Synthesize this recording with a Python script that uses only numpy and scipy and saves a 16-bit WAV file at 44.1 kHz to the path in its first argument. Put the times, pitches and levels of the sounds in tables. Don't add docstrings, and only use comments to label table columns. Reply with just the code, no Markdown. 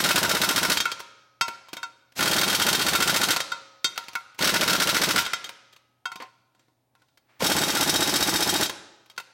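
import sys
import numpy as np
from scipy import signal
from scipy.fft import rfft, irfft, next_fast_len
from scipy.io import wavfile
from scipy.ndimage import uniform_filter1d, minimum_filter1d

SR = 44100
rng = np.random.default_rng(int(sys.argv[2]) if len(sys.argv) > 2 else 0)


def dump(signal):
    limited = np.clip(np.atleast_2d(signal).T, -1, 1)
    pcm = np.round(limited * 32767).astype(np.int16)
    wavfile.write(sys.argv[1], SR, pcm)


N = 411453
TIME = np.arange(N) / SR
RING = np.arange(SR // 2) / SR


def amp(db):
    return 10 ** (np.asarray(db) / 20)


def unit(x):
    return x / np.sqrt(np.mean(x ** 2) + 1e-20)


def along(points, hz):
    point_hz, values = np.transpose(points)
    return np.interp(np.log(hz + 1), np.log(point_hz + 1), values)


def filtered(x, response):
    size = next_fast_len(N + 2 * SR)
    spectrum = rfft(x, size) * response(np.fft.rfftfreq(size, 1 / SR))
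    return irfft(spectrum, size)[:N]


def noise(spectrum):
    return unit(filtered(rng.standard_normal(N), lambda hz: amp(along(spectrum, hz))))


def add(track, s, piece):
    part = track[max(round(s * SR), 0):][:len(piece)]
    part += piece[:len(part)]


def contact(t60, rise):
    t = np.arange(SR // 8) / SR
    chatter_db = np.repeat(rng.normal(0, 3, len(t) // 32 + 1), 32)[:len(t)]
    decay_db = -60 * t / np.clip(t60, .003, .2)
    return (1 - np.exp(-t / rise)) * amp(chatter_db + decay_db)


# frequency in Hz, level in dB, free decay t60 in seconds.
SOCKET_MODES = [(3215, 0, .12), (3693, -1, .13), (4425, -1, .1), (4795, -5, .09), (6245, -9, .12),
                (6575, -10, .14), (7370, -8, .09), (7620, -9, .09), (9000, -16, .08), (11650, -20, .05)]
# frequency in Hz, level in dB, free decay t60 in seconds.
ANVIL_MODES = [(3798, -2, .18), (4675, -6, .08), (5190, -1, .14), (5475, -1, .12), (5700, -6, .14),
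               (6120, -7, .17), (7210, -12, .13), (7882, -6, .12), (8150, -11, .09), (9318, -8, .09),
               (9620, -11, .08)]
# frequency in Hz, level in dB, free decay t60 in seconds.
DISC_MODES = [(1371, -7, 0.39), (1388, -3, 0.076), (1467, -2, 0.11), (1790, -7, 0.02), (2030, -14.5, 0.22),
              (2210, -10.5, 0.12), (2580, -18.5, 0.22), (2670, -13.5, .13), (2650, -18.5, 0.068)]
# frequency in Hz, level in dB, free decay t60 in seconds.
RIM_MODES = [(749, -14.5, 0.27), (938, -5, 0.31), (1047, -7.5, 0.26), (1065.5, -8.5, 0.13)]


def ringing(modes):
    sines = np.array([amp(db - 60 * RING / t60) * np.sin(2 * np.pi * hz * RING) for hz, db, t60 in modes])
    soft_start = 1 - np.exp(-RING / .0012)
    fade_out = np.sqrt(1 - RING / RING[-1])
    sines *= soft_start * fade_out

    def strike(grip_t60):
        strengths = amp(rng.normal(0, 3, len(modes))) * rng.choice([-1, 1], len(modes))
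        return strengths @ sines * amp(-60 * RING / max(grip_t60, .02))
    return strike


socket, anvil = ringing(SOCKET_MODES), ringing(ANVIL_MODES)
disc, rim = ringing(DISC_MODES), ringing(RIM_MODES)

# air on in seconds, air off in seconds, held hiss in dB, motor puffs in dB, spin-up before
# the blow in seconds, exhaust port in dB, clutch catch in dB, socket in dB, anvil in dB, sizzle over the crack in dB.
TRIGGER_PULLS = [(-.05, 0.784, -33.5, -28, 0.032, -9, -2, -4.5, -5.5, -4.5),
                 (2.15, 3.35, -32, -29, 0.034, -6, -7, 1, -6.5, -4.5),
                 (4.376, 5.225, -33.5, -28, .036, -10.5, -3, -10, -5, -8),
                 (7.39, 8.66, -30, -28.5, .031, -1, -12, 5, 5.5, 0.5)]


def trigger_pull(s):
    return [row for row in TRIGGER_PULLS if row[0] < s][-1]


# time of the blow in seconds, blow level in dB, ring of the wheel in dB.
HAMMER_STROKES = [(.0014, -11.5, -40), (0.0577, -12, -23), (.107, -7.5, -18.5), (.177, -8.5, -19.5),
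                  (0.248, -13.5, -18), (0.3118, -11, -25), (0.3671, -15, -23), (0.4345, -8.5, -19),
                  (0.5075, -11.5, -18), (0.5784, -10.5, -21), (0.6482, -14, -19.5), (0.7169, -7.5, -22.5),
                  (2.2255, -10.5, -24), (2.2754, -11.5, -19), (2.3308, -9.5, -34.5), (2.382, -10, -28.5),
                  (2.4318, -11, -21.5), (2.497, -9, -29.5), (2.5465, -8.5, -24.5), (2.616, -7, -20.5),
                  (2.6844, -7.5, -18), (2.7472, -10.5, -28), (2.812, -8, -22.5), (2.8832, -8, -23),
                  (2.9509, -8.5, -18.5), (3.022, -8, -19), (3.0933, -9, -19.5), (3.1608, -8.5, -22),
                  (3.232, -8, -20), (3.3046, -5.5, -20), (4.4416, -4, -33.5), (4.4911, -9, -22),
                  (4.559, -10.5, -19.5), (4.6284, -10.5, -22.5), (4.6964, -6, -20), (4.7495, -10.5, -21.5),
                  (4.8184, -6, -21.5), (4.8899, -5, -22), (4.964, -7, -20.5), (5.0345, -6.5, -28),
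                  (5.1059, -8, -26), (5.1781, -3, -16), (7.4615, -12.5, -52), (7.5175, -14.5, -28),
                  (7.583, -17, -27), (7.634, -16.5, -31), (7.7003, -17, -38), (7.7682, -15.5, -25.5),
                  (7.8267, -15.5, -30), (7.8932, -13.5, -53.5), (7.958, -15.5, -40), (8.0247, -15, -30),
                  (8.0929, -18, -49), (8.1572, -13, -41.5), (8.2247, -14.5, -45.5), (8.2912, -16.5, -38),
                  (8.3572, -15, -37), (8.4239, -14, -51.5), (8.492, -14, -44), (8.558, -18, -42.5),
                  (8.6278, -15, -48.5)]
# frequency in Hz, relative density in dB per Hz.
CRACK_SPECTRUM = [(200, -32), (600, -26), (1200, -2), (2500, -1.5), (4000, 0.5), (6000, -4.5), (9000, -20),
                  (12000, -19)]
# frequency in Hz, relative density in dB per Hz.
SIZZLE_SPECTRUM = [(4000, -18.5), (7500, -3.5), (9300, -2), (10300, -6.5), (12000, -5), (14000, -6),
                   (16000, -10.5)]
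CLUTCH_LEAD_S = 0.019
CLUTCH_SCATTER_DB = 1.5
CLUTCH_WHEEL_DB = -3.5
CATCH_TOOL_DB = -5.5
CATCH_T60_S, CATCH_RISE_S = 0.045, 0.0021
BLOW_T60_S, BLOW_RISE_S = .11, 0.0024
CONTACT_DB = -11.5


def hammer():
    crack, sizzle, rings = np.zeros((3, N))
    for s, blow_db, wheel_db in HAMMER_STROKES:
        clutch_db, socket_db, anvil_db, sizzle_db = trigger_pull(s)[-4:]
        catch_db = clutch_db + CLUTCH_SCATTER_DB * rng.normal()
        catch = (s - CLUTCH_LEAD_S, catch_db, wheel_db + CLUTCH_WHEEL_DB, CATCH_TOOL_DB, CATCH_T60_S, CATCH_RISE_S)
        blow = (s, blow_db, wheel_db, 0, BLOW_T60_S, BLOW_RISE_S)
        for at, level_db, steel_db, tool_db, t60, rise in (catch, blow):
            if at <= 0:
                continue
            tool = amp(socket_db) * socket(grip_t60=0.38) + amp(anvil_db) * anvil(grip_t60=0.76)
            steel = disc(grip_t60=0.36) + amp(-11.5) * rim(grip_t60=3)
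            hit = amp(level_db) * contact(t60, rise)
            add(crack, at, hit)
            add(sizzle, at, amp(sizzle_db) * hit)
            add(rings, at, amp(level_db - 16.5 + tool_db) * tool + amp(steel_db) * steel)
    bursts = crack * noise(CRACK_SPECTRUM) + sizzle * noise(SIZZLE_SPECTRUM)
    return rings, amp(CONTACT_DB) * bursts


# frequency in Hz, width in Hz, level in dB.
PIPE_RESONANCES = [(165, 110, -2), (414, 384, -3.5), (626, 160, -2), (970, 60, -4), (1500, 360, 2.5)]
# frequency in Hz, width in Hz, level in dB.
PORT_RESONANCES = [(326.6, 110, 4), (849, 99, 6)]


def resonances(modes):
    def response(f):
        return sum((-1) ** k * amp(db) * 1j * f * width / (hz * hz - f * f + 1j * f * width)
                   for k, (hz, width, db) in enumerate(modes))
    return response


# frequency in Hz, relative density in dB per Hz.
PUFF_SPECTRUM = [(40, -2), (150, 0.5), (600, 6.5), (1500, -13), (3000, -44.5)]
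VANE_START_HZ, VANE_TOP_HZ = 150.6, 321.7
RUN_ON_S = .005
PUFF_TOP_HZ, EDGE_DB = 800, -5.5
TURBULENCE_DB = -50


def motor():
    puffs, port, speed = np.zeros((3, N))
    for s, *_ in HAMMER_STROKES:
        motor_db, spin_s, port_db = trigger_pull(s)[3:6]
        t = np.arange(round((spin_s + RUN_ON_S) * SR)) / SR
        vane_hz = VANE_TOP_HZ - (VANE_TOP_HZ - VANE_START_HZ) * (1 - t / t[-1]) ** 1.3
        vanes = np.diff(np.floor(np.cumsum(vane_hz) / SR), prepend=-1)
        pulses = amp(motor_db + rng.normal(0, 1.5, len(t))) * vanes
        late = max(round((spin_s - s) * SR), 0)
        add(puffs, s - spin_s, pulses[late:])
        add(port, s - spin_s, amp(port_db) * pulses[late:])
        add(speed, s - spin_s, (vane_hz / VANE_TOP_HZ)[late:])

    def voiced(weight):
        pipe_sound = filtered(weight * puffs, resonances(PIPE_RESONANCES))
        return pipe_sound + filtered(weight * port, resonances(PORT_RESONANCES))

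    gusts = signal.lfilter([1], [1, -np.exp(-1 / (.003 * SR))], puffs)
    turbulence = amp(TURBULENCE_DB) * gusts * noise(PUFF_SPECTRUM)
    body = filtered(voiced(0.66), lambda hz: 1 / (1 + 1j * hz / PUFF_TOP_HZ) ** 2)
    edge = filtered(voiced(speed ** 2), lambda hz: 1j * hz / (1j * hz + PUFF_TOP_HZ))
    return amp(46.5) * (body + amp(EDGE_DB) * edge + turbulence)


# frequency in Hz, relative density in dB per Hz.
HISS_SPECTRUM = [(30, -8), (150, -2.5), (400, -10), (900, -9.5), (1850, -8.5), (5300, -8.5), (10200, -18.5),
                 (12100, -15), (16000, -27)]


def exhaust():
    flow = np.zeros(N)
    for on, off, hiss_db, *_ in TRIGGER_PULLS:
        held = np.clip(TIME - on, 0, 3)
        surge = 1 + 4 * np.exp(-held / 0.017)
        opening = np.clip(held / 0.04, 0, 1) ** 2 * surge
        bleed_db = -60 * np.clip(TIME - off, 0, 2) / 0.067
        flow += amp(hiss_db + bleed_db) * opening
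    return flow * noise(HISS_SPECTRUM)


# time in seconds, level in dB, then over that level rim in dB,
# disc in dB, tool in dB and thud in dB, last the hand's damping as t60 in seconds.
LOOSE_KNOCKS = [(.7714, -9.5, -25, -25, -16, -34.5, 0.67), (.8028, -5.5, -37.5, -22, -16, -25, .4),
                (.8544, -17, -12.5, -3.5, -22, -20, 1.4), (.9166, -17.5, -32, -34, -12, -31, 0.25),
                (.9944, -31, -15, -11, -18, -33.5, 0.55), (1.0026, -25, -14, -24, -25, -27, .7),
                (1.4105, -13.5, -12.5, -3, -9, -13.5, 3.7), (1.481, -20, -15.5, -13, -27, -4, 1.4),
                (1.6854, -37, -9, -38, -18, -16, 0.74), (1.7309, -20, -21.5, -25, -25, -7, 0.86),
                (1.7674, -26.5, -14, -9.5, -16, -20, 1.4), (1.8298, -29, -2.5, 5.5, -6, -40.5, 0.35),
                (2.121, -43, -33, -35, -32, -15.5, 0.4), (2.1914, -15.5, -24.5, -8, -32, -18, .5),
                (3.3324, -15, -15, -12, -26, -35.5, .6), (3.3623, -8.5, -22.5, -15, -19, -38, 0.73),
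                (3.4032, -13, -30, -19, -13, -30.5, .8), (3.5184, -26.5, -5, 1.5, -7, -36, 0.78),
                (3.8439, -13.5, -21, -10, -5.5, -16.5, .9), (3.9584, -34, -38, -4, -29, -32.5, 0.81),
                (3.9774, -17.5, -22, -12, -23, -17, 1.6), (4.0394, -39, -14.5, -57, -29, -8, .5),
                (4.0831, -27, -13.5, -19, -18, -26.5, 0.35), (4.1325, -31.5, -33, -34, -33, -29, 0.44),
                (4.153, -20, -8.5, 0.5, -19, -17, 0.29), (4.3455, -42, -21.5, -48, -40, -10, .45),
                (4.3899, -18.5, -11, -21, -28, -7, 0.41), (4.4089, -22, -35, -3, -8, -13, .5),
                (5.251, -22, -28, -19, -10, -18.5, 0.28), (5.2634, -19, -19.5, -11, -17, -23, .6),
                (5.3333, -14, -21, -11.5, -14.5, -31.5, 1), (5.4424, -25.5, -31, -18, -11, -36, 0.35),
                (5.4594, -36, -26, -23, -16, -35.5, .5), (5.4684, -38, -24, -14, -20, -15.5, 0.55),
                (5.4919, -23.5, -18, -29, -38, -39, 0.26), (5.7264, -44.5, -28, -21.5, -14, -27, .8),
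                (5.7314, -47, -24, -36, -33, -36, .4), (5.7628, -40.5, -23, -27, -18, -35, 0.23),
                (6.0546, -28.5, -2, 2.5, -8.5, -31.5, 0.84), (6.117, -30, -9.5, -4, -16, -18, .8),
                (6.1569, -30, -6.5, -24, -17, -7, 1), (6.2023, -40, -3, -16, -30, -24, 0.46),
                (6.2208, -34, 0, -12, -13, -26, 0.46), (6.549, -56.5, -4, -17, -15, -5, 0.44),
                (6.5936, -52, -27.5, -17, -13, 1, 0.54), (6.6824, -62.5, -2, -11.5, -19, 14, .5),
                (6.9519, -50.5, -10, -7.5, -32, -21.5, 0.36), (7.0183, -53.5, -7, -6, -27, 0, 0.39),
                (7.0847, -57, -25, -17, -23, -18, 0.46), (7.1736, -44.5, -38, -27.5, -23.5, -30, 0.48),
                (7.4051, -24.5, 0, -8, -38, 1, 0.44), (7.422, -20, -17, -29, -28, 16, .5),
                (8.6594, -23, -25, -22, -4.5, -23, 0.43), (8.6951, -16, -19.5, -38, -18.5, -22.5, 0.63),
                (9.0597, -44.5, -24, -29, -31, -26, 0.4), (9.099, -39.5, -37.5, -37, -12, -39, .3),
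                (9.1142, -49.5, -17, -18, -20, -29, 0.45), (9.163, -46.5, -23, -22, -17, -25, .5),
                (9.178, -22, -18, -1.5, -16, -42.5, 0.11), (9.1988, -28.5, -13, -6, -17, -34, 0.14)]
# frequency in Hz, relative density in dB per Hz.
CLUNK_SPECTRUM = [(300, -9), (900, -2.5), (1600, -4.5), (2400, -2), (5000, -24)]
# frequency in Hz, relative density in dB per Hz.
THUD_SPECTRUM = [(40, -19.5), (200, 11.5), (600, 2.5), (1500, -47)]
KNOCK_SIZZLE_DB, KNOCK_CLUNK_DB = -8.5, -1
KNOCK_ANVIL_DB = -9
RATTLE_T60_S = 0.049


def knocks():
    crack, sizzle, clunk, thud, rings = np.zeros((5, N))
    for s, db, rim_db, disc_db, tool_db, thud_db, grip_t60 in LOOSE_KNOCKS:
        hit = amp(db) * contact(RATTLE_T60_S, rise=0.00013)
        add(crack, s, hit)
        add(sizzle, s, amp(KNOCK_SIZZLE_DB) * hit)
        add(clunk, s, amp(KNOCK_CLUNK_DB) * hit)
        add(thud, s, amp(thud_db) * hit)
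        tool = amp(tool_db) * (socket(grip_t60) + amp(KNOCK_ANVIL_DB) * anvil(grip_t60))
        steel = amp(disc_db) * disc(grip_t60) + amp(rim_db) * rim(grip_t60)
        add(rings, s, amp(db) * (tool + steel))
    bursts = crack * noise(CRACK_SPECTRUM) + sizzle * noise(SIZZLE_SPECTRUM)
    bursts += clunk * noise(CLUNK_SPECTRUM) + thud * noise(THUD_SPECTRUM)
    return rings, amp(CONTACT_DB) * bursts


# frequency in Hz, relative level in dB, t60 in seconds.
DRUM_MODES = [(544, 0, 1.3), (1270, -5, 1.8), (1620, -12, 1)]


def drum(contacts):
    t = np.arange(2 * SR) / SR
    modes = sum(amp(db - 60 * t / t60) * np.sin(2 * np.pi * hz * t) for hz, db, t60 in DRUM_MODES)
    return amp(-61) * signal.fftconvolve(contacts, modes)[:N]


# frequency in Hz, t60 in seconds.
HALL_DECAY = [(100, 0.63), (500, 1), (2000, 0.87), (6000, 0.86), (10000, 0.52), (15000, 0.15)]


def hall(x):
    wet, step = np.zeros(N), SR // 4
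    for start in range(0, N, step):
        hz, t, grid = signal.stft(rng.standard_normal(SR + SR // 2), SR, nperseg=256)
        decay = amp(-60 * t / along(HALL_DECAY, hz)[:, None])
        tail = signal.istft(grid * decay, SR, nperseg=256)[1]
        answer = signal.fftconvolve(x[start:start + step], tail / np.linalg.norm(tail))
        add(wet, start / SR + .012, answer)
    return wet


# time in seconds, low noise in dB, high noise in dB.
TRAIL_AND_RUSTLE_LEVELS = [(6.201, -36.5, -80), (6.35, -81, -90), (6.5, -92, -95), (6.61, -73, -76),
                           (6.76, -94.5, -86), (6.93, -95, -95), (7.0, -74.5, -76), (7.14, -91, -81),
                           (7.259, -81, -92), (7.301, -63, -74.5), (7.391, -67, -79)]
# frequency in Hz, relative density in dB per Hz.
LOW_SPECTRUM = [(120, -44), (200, -9), (951, -5.5), (1170, -5), (1390, -6), (2130, -4.5), (12000, -41.5),
                (15600, -60), (22000, -120)]
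# frequency in Hz, relative density in dB per Hz.
HIGH_SPECTRUM = [(1500, -39.5), (3500, 5.5), (5500, 2), (9000, -6.5), (16000, -34.5)]


def trail_and_rustle():
    s, low_db, high_db = np.transpose(TRAIL_AND_RUSTLE_LEVELS)
    low = amp(np.interp(TIME, s, low_db, -120, -120)) * noise(LOW_SPECTRUM)
    high = amp(np.interp(TIME, s, high_db, -120, -120)) * noise(HIGH_SPECTRUM)
    return low + high


# frequency in Hz, relative density in dB per Hz.
AIR_SPECTRUM = [(15, -51), (25, -18), (123, -5), (170, -13.5), (293, -8), (416, -16), (840, -12.5),
                (1440, -32), (1560, -24.5), (6000, -34.5), (12500, -33), (16000, -39)]
HUM_HZ = 120.2


def room_tone():
    return amp(-73.5) * noise(AIR_SPECTRUM) + amp(-73.0) * np.sin(2 * np.pi * HUM_HZ * TIME)


def scene():
    hammer_rings, hammer_contacts = hammer()
    knock_rings, knock_contacts = knocks()
    rings = hammer_rings + knock_rings
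    contacts = hammer_contacts + knock_contacts
    noises = contacts + motor() + exhaust()
    near = rings + drum(contacts) + noises
    far = amp(-14.0) * hall(noises + amp(-7) * rings)
    return (near + far + trail_and_rustle() + room_tone())[None]


BASS_HZ, TOP_HZ = 60, 15900


def record(dry):
    x = filtered(dry[0], lambda hz: (1j * hz / (1j * hz + BASS_HZ)) ** 2)
    needed = np.minimum(1, 0.37 / (np.abs(x) + 1e-9))
    gain = uniform_filter1d(minimum_filter1d(needed, size=265), size=131)
    return filtered(x * gain, lambda hz: hz < TOP_HZ)[None]


dry = scene()
out = record(dry)
dump(out)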